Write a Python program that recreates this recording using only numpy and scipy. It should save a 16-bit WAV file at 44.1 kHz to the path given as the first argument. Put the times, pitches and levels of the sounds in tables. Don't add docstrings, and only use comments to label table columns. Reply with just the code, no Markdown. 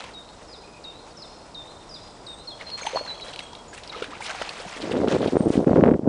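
import sys
import numpy as np
from scipy import signal
from scipy.io import wavfile
from scipy.ndimage import uniform_filter1d

SR = 44100
rng = np.random.default_rng(int(sys.argv[2]) if len(sys.argv) > 2 else 0)


def bounce(signal):
    frames = np.transpose(np.atleast_2d(signal))
    limited = np.clip(frames, -1, 1)
    pcm = np.round(limited * 32767).astype(np.int16)
    wavfile.write(sys.argv[1], SR, pcm)


def makeup_ratio(level_db):
    decades = np.asarray(level_db, float) / 20
    return 10 ** decades


N = 268128
T = np.arange(N) / SR
# time in seconds, gain in dB.
WOOD_FADE = [(0, -1), (4.8, -1), (5.4, 2), (5.8, -6.5), (5.95, -7.5), (6.08, -10)]


def curve(rows):
    s, *columns = np.transpose(rows)
    return [np.interp(T, s, c) for c in columns]


def band(x, hz, octaves):
    edges = np.clip([hz * 2 ** (-octaves / 2), hz * 2 ** (octaves / 2)], 10, .45 * SR)
    return signal.sosfilt(signal.butter(2, edges, "bandpass", fs=SR, output="sos"), x)


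def unit(x):
    return x / np.sqrt(np.mean(x ** 2))


def walk(rate_hz):
    k = int(SR / rate_hz)
    steps = np.repeat(rng.standard_normal(N // k + 1), k)
    return unit(uniform_filter1d(uniform_filter1d(steps, k), k)[:N])


def specks(rate_hz, spread_db):
    hits = rng.random(N) < rate_hz / SR
    sizes = makeup_ratio(spread_db * np.minimum(rng.exponential(size=N), 3))
    return hits * rng.choice([-1, 1], N) * sizes


def add(out, s, sound):
    i = max(int(s * SR), 0)
    out[i:i + len(sound)] += sound[:N - i]


def woods():
    # frequency in Hz, relative density in dB per Hz.
    wood_spectrum = [(20, 3.5), (48, 1.5), (100, -1.5), (350, -0.5), (600, 0.5), (890, -1), (1300, -9.5),
                     (1890, -21), (3190, -22), (4130, -16), (5500, -18), (6950, -22.5), (10000, -27)]
    level_db, whine_hz, whine_db = -44.5, 7690, -70
    out, swell = 0, walk(1.0)
    hz_at, db_at = np.transpose(wood_spectrum)
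    for hz in 28 * 2 ** np.arange(0, 8.6, .5):
        db = np.interp(np.log(hz), np.log(hz_at), db_at) + 10 * np.log10(hz)
        db = db + 0.48 * swell + 0.55 * walk(9)
        out = out + makeup_ratio(db) * unit(band(rng.standard_normal(N), hz, 0.44))
    whine = makeup_ratio(whine_db) * unit(band(rng.standard_normal(N), whine_hz, 0.02))
    return (makeup_ratio(level_db) * unit(out) + whine) * makeup_ratio(curve(WOOD_FADE)[0])


def swish(spray_share):
    # start in seconds, length in seconds, relative level in dB, spray in dB above that level.
    leg_moves = [(-.02, 0.076, -49, -15), (2.596, 0.084, -49.5, -21), (2.769, 0.077, -45.5, -8.5),
                 (2.85, .14, -44.5, -14), (3.054, 0.062, -48.5, -15), (3.232, 0.11, -50.5, -9.5),
                 (3.384, 0.019, -50.5, -5), (3.728, 0.036, -51, -5.5), (3.82, 0.13, -55, -11),
                 (3.914, .13, -45, -21), (4.1, 0.039, -45.5, -22), (4.202, 0.036, -44, -3.5),
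                 (4.252, 0.23, -42, -13), (4.495, 0.27, -44.5, -9), (4.799, 0.17, -44.5, -14),
                 (5.069, 0.075, -39.5, -14), (5.211, .075, -44, -12.5), (5.479, 0.072, -48.5, -2),
                 (5.66, 0.15, -55, -9)]
    attack_s, t60_s, drip_db, drip_spray_db = .008, 0.35, -61.5, -4
    t = T[::64]
    power = makeup_ratio(2 * (drip_db + spray_share * drip_spray_db)) * makeup_ratio(2 * curve(WOOD_FADE)[0][::64])
    for s, length_s, db, spray_db in leg_moves:
        rise = np.clip((t - s) / attack_s, 0, 1)
        shape = rise * 1000. ** (-np.maximum(t - s - length_s, 0) / t60_s)
        power = power + (makeup_ratio(db + spray_share * spray_db) * shape) ** 2
    return np.interp(T, t, 10 * np.log10(power))


def stir():
    out, shared = 0, walk(70)
    for hz in 600 * 2 ** np.arange(0, 4.1, 1 / 3):
        ticks = unit(band(specks(500, 6.1), hz, 0.33))
        grains = ticks + 0.85 * unit(band(rng.standard_normal(N), hz, 0.52))
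        octaves_up = np.log2(hz / 1800)
        if hz > 1800:
            level_db = swish((octaves_up / 2.26) ** 2.5)
        else:
            level_db = swish(0) + 2.0 * octaves_up
        patches_db = 2.0 * shared + 1.63 * walk(45)
        out = out + makeup_ratio(level_db - 6.5 + patches_db) * grains
    return out


def snaps():
    # start in seconds, peak in dB, brightest frequency in Hz, decay time in ms.
    twig_breaks = [(0.0389, -30.5, 2780, 4.7), (0.0633, -35, 2380, 2.5), (0.091, -38, 2060, 2.2),
                   (0.2894, -38, 3720, 2.2), (2.611, -33.5, 2160, 8.2), (2.701, -28, 3800, 4),
                   (2.8315, -35, 6300, 2.5), (2.8656, -17.5, 2740, 5.4), (2.9678, -28, 4160, 2.5),
                   (3.1974, -31.5, 2156, 4.1), (3.2097, -31.5, 3900, 6.2), (3.284, -29.5, 3260, 2),
                   (3.3358, -27.5, 3510, 6.4), (3.36, -23, 3070, 2.8), (3.3915, -16.5, 3200, 4),
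                   (3.4044, -32, 3200, 2.9), (3.5313, -32.5, 4450, 2.2), (3.5508, -28, 3280, 4.6),
                   (3.777, -27.5, 2270, 5.2), (3.834, -30, 3700, 7.5), (3.8755, -27.5, 3870, 3),
                   (3.982, -32, 3260, 2.8), (4.0228, -24, 2970, 9.3), (4.0407, -25, 2940, 7.6),
                   (4.2156, -33, 2210, 2.2), (4.2632, -23, 3950, 6.3), (4.4199, -20, 2200, 3.1),
                   (4.4912, -20.5, 3700, 4.8), (4.5594, -35, 3030, 2.5), (4.8184, -25.5, 3600, 3.7),
                   (4.9163, -24, 2650, 10), (5.084, -17.5, 2990, 0.57), (5.1228, -24.5, 3100, 2.9),
                   (5.274, -25.5, 3350, 7.4), (5.5364, -39.5, 2580, 3.4)]
    out, noise = np.zeros(N), rng.standard_normal((len(twig_breaks), 1500))
    for (s, db, hz, ms), crack in zip(twig_breaks, noise):
        burst = (unit(band(crack, hz, 0.84)) + 0.51 * crack) * np.exp(-1000 * T[:1500] / ms)
        add(out, s, makeup_ratio(db) * burst / np.abs(burst).max())
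    return out


def plops():
    # time in seconds, level in dB, pitch in Hz, length scale in ms.
    air_pockets = [(.042, -36, 1000, 5), (2.612, -29.5, 2130, 4.1), (2.813, -28, 1370, 2.4),
                   (2.822, -32, 513, 5), (2.833, -27.5, 2290, 4.4), (2.853, -27, 660, 6.3),
                   (2.871, -16, 860, 6.2), (2.936, -24.5, 508, 11), (2.95, -19, 550, 6.9),
                   (2.96, -12.5, 640, 3.3), (2.969, -18, 916, 5), (2.974, -13, 976, 1.97),
                   (3.012, -21.5, 575, 5), (3.079, -33.5, 1600, 4), (3.247, -34, 548, 8.6),
                   (3.285, -35, 496, 8.2), (3.333, -33, 2830, 2.8), (3.405, -30, 2110, 2.5),
                   (3.533, -32, 920, 5), (3.732, -35, 1630, 7.1), (3.95, -31, 1257, 10.8),
                   (3.935, -34.5, 2100, 8), (3.965, -31.5, 460, 12), (3.99, -38, 481, 25),
                   (4.023, -18.5, 450, 5.9), (4.026, -25, 1390, 5), (4.044, -27, 1550, 2.8),
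                   (4.09, -38.5, 280, 22), (4.122, -33.5, 1010, 8.3), (4.134, -29, 1210, 4.6),
                   (4.208, -25, 890, 6.3), (4.224, -25, 2230, 3.4), (4.293, -32.5, 730, 3.9),
                   (4.3, -33.5, 1536, 20), (4.35, -27, 754, 6), (4.416, -17, 600, 2.7),
                   (4.422, -23.5, 1380, 4), (4.493, -31, 2560, 3.1), (4.603, -30.5, 510, 7.2),
                   (4.653, -29, 684, 6), (4.664, -32.5, 183, 12), (4.766, -30.5, 417, 3.9)]
    rise_at_500_hz = 0.078
    out = np.zeros(N)
    for s, db, hz, ms in air_pockets:
        t = T[:int(.004 * ms * SR)] * 1000 / ms
        shape = (1 - np.exp(-t / 0.12)) * np.exp(-(t / 1.07) ** 2)
        rise = rise_at_500_hz * (500 / hz) ** 0.68
        phase = 2 * np.pi * np.cumsum(hz * (1 + rise * (t - .4))) / SR
        add(out, s - 0.000366 * ms, makeup_ratio(db) * shape * np.sin(phase))
    return out


def echo(x):
    t60_s = 1.15
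    t = T[:SR]
    tail = rng.standard_normal(SR) * 1000 ** (-t / t60_s) * (1 - np.exp(-t / 0.0071))
    waver = makeup_ratio(2 * walk(130))
    return waver * signal.fftconvolve(x, tail / np.sqrt(np.sum(tail ** 2)))[:N]


def song_notes():
    # delay in seconds, length in seconds, start and held pitch in Hz before the
    # pitch factor, glide time in ms, late drift in Hz, level in dB re the phrase, echo in dB re the note.
    low_phrase = [(0, .091, 5850, 3694, 3.19, -230, 0, -8), (.108, 0.09, 3670, 4185, 37, 0, -16.5, -5)]
    high_phrase = [(0, 0.063, 6200, 4944, 6.57, 0, -3.5, 0.5), (.048, 0.049, 5050, 3346, 17, 0, -1.5, -5.5),
                   (.121, .082, 3940, 4220, 39, 0, -16, -7)]
    # start in seconds, level in dB, pitch factor.
    low_sung = [(.134, -44.5, 1.025), (.838, -41, 1.017), (1.543, -40.5, .999), (2.264, -41, 1.01)]
    high_sung = [(.478, -47, 1), (1.168, -43.5, 1.02), (1.89, -44.5, .99)]
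    rows = []
    for phrase, sung in ((low_phrase, low_sung), (high_phrase, high_sung)):
        for s, db, tune in sung:
            for delay_s, length_s, start_hz, held_hz, ms, drift_hz, rel_db, echo_db in phrase:
                flutter_db = 3 - 0.37 * rel_db
                rows.append((s + delay_s, length_s, tune * start_hz, tune * held_hz, ms, drift_hz,
                             db + rel_db, flutter_db, echo_db))
    return rows


def far_tone_notes():
    # start in seconds, length in seconds, start pitch in Hz, held pitch in Hz,
    # late drift in Hz, level in dB.
    far_tones = [(.635, 0.19, 2500, 2490, -60, -59), (0.849, 0.11, 2700, 2790, -170, -61.5),
                 (1.103, .03, 5500, 4440, 0, -61), (2.265, 0.15, 8140, 8430, -330, -58.5),
                 (2.449, .1, 5450, 5320, 1, -62), (2.814, .081, 6650, 6250, -49, -45),
                 (3.135, 0.54, 3326, 3290, -20.5, -55), (3.426, .025, 8500, 8300, 6, -60),
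                 (3.68, 0.041, 7100, 6800, 0, -55), (5.372, 0.1, 8730, 8530, 0, -55)]
    glide_share, flutter_db, echo_db = .18, 8.5, -8
    return [(s, length_s, start_hz, held_hz, 1000 * glide_share * length_s, drift_hz, db, flutter_db, echo_db)
            for s, length_s, start_hz, held_hz, drift_hz, db in far_tones]


def whistle_notes():
    # start in seconds, length in seconds, slide in Hz above the held pitch, held pitch in Hz,
    # level in dB.
    near_whistles = [(2.472, 0.032, 421.2, 4156, -35), (2.5, 0.055, 1200, 3260, -42.5),
                     (2.666, 0.033, 60, 4160, -36), (2.714, 0.051, 350, 4204, -34.5),
                     (2.955, 0.059, 250, 4270, -33.5), (3.074, .065, 380, 3943, -35),
                     (3.216, 0.02, 240, 3890, -35.5), (3.895, .014, 1000, 3750, -35)]
    glide_share, lift_hz, flutter_db, echo_db = 0.1685, 90, 2.5, -7
    return [(s, length_s, hz + slide_hz, hz, 1000 * glide_share * length_s, lift_hz, db, flutter_db, echo_db)
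            for s, length_s, slide_hz, hz, db in near_whistles]


def birds():
    blur_hz_per_db = 4
    direct, round_about, flutter, blur = np.zeros(N), np.zeros(N), walk(220), walk(400)
    notes = song_notes() + whistle_notes() + far_tone_notes()
    for s, length_s, start_hz, held_hz, glide_ms, drift_hz, db, flutter_db, echo_db in notes:
        t = T[:int(length_s * SR)]
        here = slice(int(s * SR), int(s * SR) + len(t))
        hz = held_hz + (start_hz - held_hz) * np.exp(-1000 * t / glide_ms)
        hz = hz + drift_hz * (t / length_s) ** 4 + blur_hz_per_db * flutter_db * blur[here]
        swell = (1 - np.exp(-t / 0.0018)) * (1 - (t / length_s) ** 5)
        swell = swell * makeup_ratio(db + flutter_db * np.tanh(flutter[here]))
        note = np.sqrt(2) * swell * np.sin(2 * np.pi * np.cumsum(hz) / SR)
        add(direct, s, note)
        add(round_about, s, makeup_ratio(echo_db) * note)
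    return direct, round_about


def wind():
    # time in seconds, level in dB.
    gust_levels = [(4.77, -49), (4.82, -35.5), (4.91, -29), (4.96, -26), (5.034, -24), (5.106, -21.5),
                   (5.16, -22), (5.25, -22.5), (5.35, -26.5), (5.46, -26.5), (5.576, -26.5), (5.68, -18.5),
                   (5.756, -16.5), (5.85, -19.5), (5.93, -21.5), (5.998, -28), (6.08, -21)]
    # centre in seconds, length in seconds, gain in dB.
    air_lulls = [(5.06, 0.019, -5), (5.098, 0.018, -12), (5.183, 0.029, -7.5), (5.308, 0.025, -22),
                 (5.377, 0.026, -6.5), (5.517, 0.045, -8), (5.655, 0.015, -25), (5.726, 0.012, -15),
                 (5.75, 0.015, -15), (5.989, 0.028, -18), (6.026, 0.054, -14)]
    # time in seconds, level in dB, pitch in Hz.
    strong_blows = [(4.803, -23.5, 510), (4.914, -15.5, 410), (4.937, -16, 317), (5.036, -14, 503),
                    (5.082, -10.5, 318), (5.149, -8.5, 392), (5.166, -10, 404), (5.207, -17, 426),
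                    (5.23, -13.5, 583), (5.261, -6.5, 400), (5.333, -15.5, 290), (5.356, -5.5, 353),
                    (5.369, -1.5, 414), (5.407, -6, 225), (5.46, -8.5, 323), (5.469, -6.5, 287),
                    (5.477, -8, 325), (5.504, -5.5, 296), (5.556, -11, 288), (5.578, -3.5, 250),
                    (5.593, -7, 302), (5.612, -12, 326), (5.672, -1.5, 290), (5.683, -12, 360),
                    (5.695, -7.5, 460), (5.711, -4, 224), (5.732, -5, 440), (5.741, -10.5, 250),
                    (5.78, -5, 240), (5.793, -4.5, 300), (5.827, -4, 211), (5.838, 3, 480),
                    (5.856, -9.5, 537), (5.873, -13, 445), (5.887, -1.5, 390), (5.905, -13, 273),
                    (5.917, -2.5, 280), (5.941, -12, 188), (5.994, -12.5, 305), (6.034, -17, 224),
                    (6.0755, -2.5, 257)]
    start_s = gust_levels[0][0]
    lull_db = sum(db * np.exp(-((T - s) / length_s * 1.78) ** 4) for s, length_s, db in air_lulls)
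    air_db = curve(gust_levels)[0] + lull_db

    eddy_db, scatter_db = 8, 3
    eddy_hz, spread_octaves, sink_octaves_per_s = 432, 0.39, .45
    times_s, chance = rng.uniform(start_s, T[-1], size=50), rng.standard_normal(size=(50, 2))
    blows = list(strong_blows)
    for s, (a, b) in zip(times_s, chance):
        octaves = spread_octaves * b - sink_octaves_per_s * (s - start_s)
        blows.append((s, air_db[int(s * SR)] + eddy_db + scatter_db * a, eddy_hz * 2 ** octaves))
    out = np.zeros(N)
    for (s, db, hz), sign in zip(blows, rng.choice([-1, 1], len(blows))):
        cycles = (T[:1536] - T[512]) * hz
        shape = np.exp(-np.where(cycles < 0, (cycles / 0.42) ** 2, cycles / 0.69))
        push = shape * np.cos(2 * np.pi * cycles + 0.25)
        push = push + 0.19 * np.exp(-(cycles / 0.19) ** 2) * np.cos(2 * np.pi * 1.9 * cycles + 0.57)
        add(out, s - T[512], sign * makeup_ratio(db) * push)

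    eddies = specks(900, 3.1)
    small = unit(band(band(eddies, 311, 1.94), 335, 2.1))
    small = small + makeup_ratio(-15.0) * unit(band(eddies, 105, 0.94))
    small = small + makeup_ratio(-21) * unit(band(band(specks(340, 15.0), 950, 1.52), 1100, 3.0))
    out = out + makeup_ratio(air_db + 2.2 * walk(70)) * small * (T > start_s)
    out = signal.sosfilt(signal.butter(2, 70, "highpass", fs=SR, output="sos"), out)
    tearing = out * np.abs(out) + 0.15 * out ** 2 * unit(specks(1500, 5.0))
    return out + 0.3 * band(band(tearing, 1300, 2.2), 1300, 3)


def scene():
    song, far_song = birds()
    dog = plops() + snaps()
    tails = echo(far_song + makeup_ratio(-13.5) * dog)
    return (song + dog + tails + stir() + woods() + wind())[None]


def band_limit(x):
    return signal.sosfilt(signal.butter(12, 10320, fs=SR, output="sos"), x)


def record(dry):
    top_hz, drive = 10050, 1.05
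    rounded = np.tanh(drive * dry) / drive
    narrow = signal.sosfilt(signal.ellip(10, .2, 60, top_hz, fs=SR, output="sos"), rounded)
    return band_limit(narrow)


dry = scene()
out = record(dry)
bounce(out)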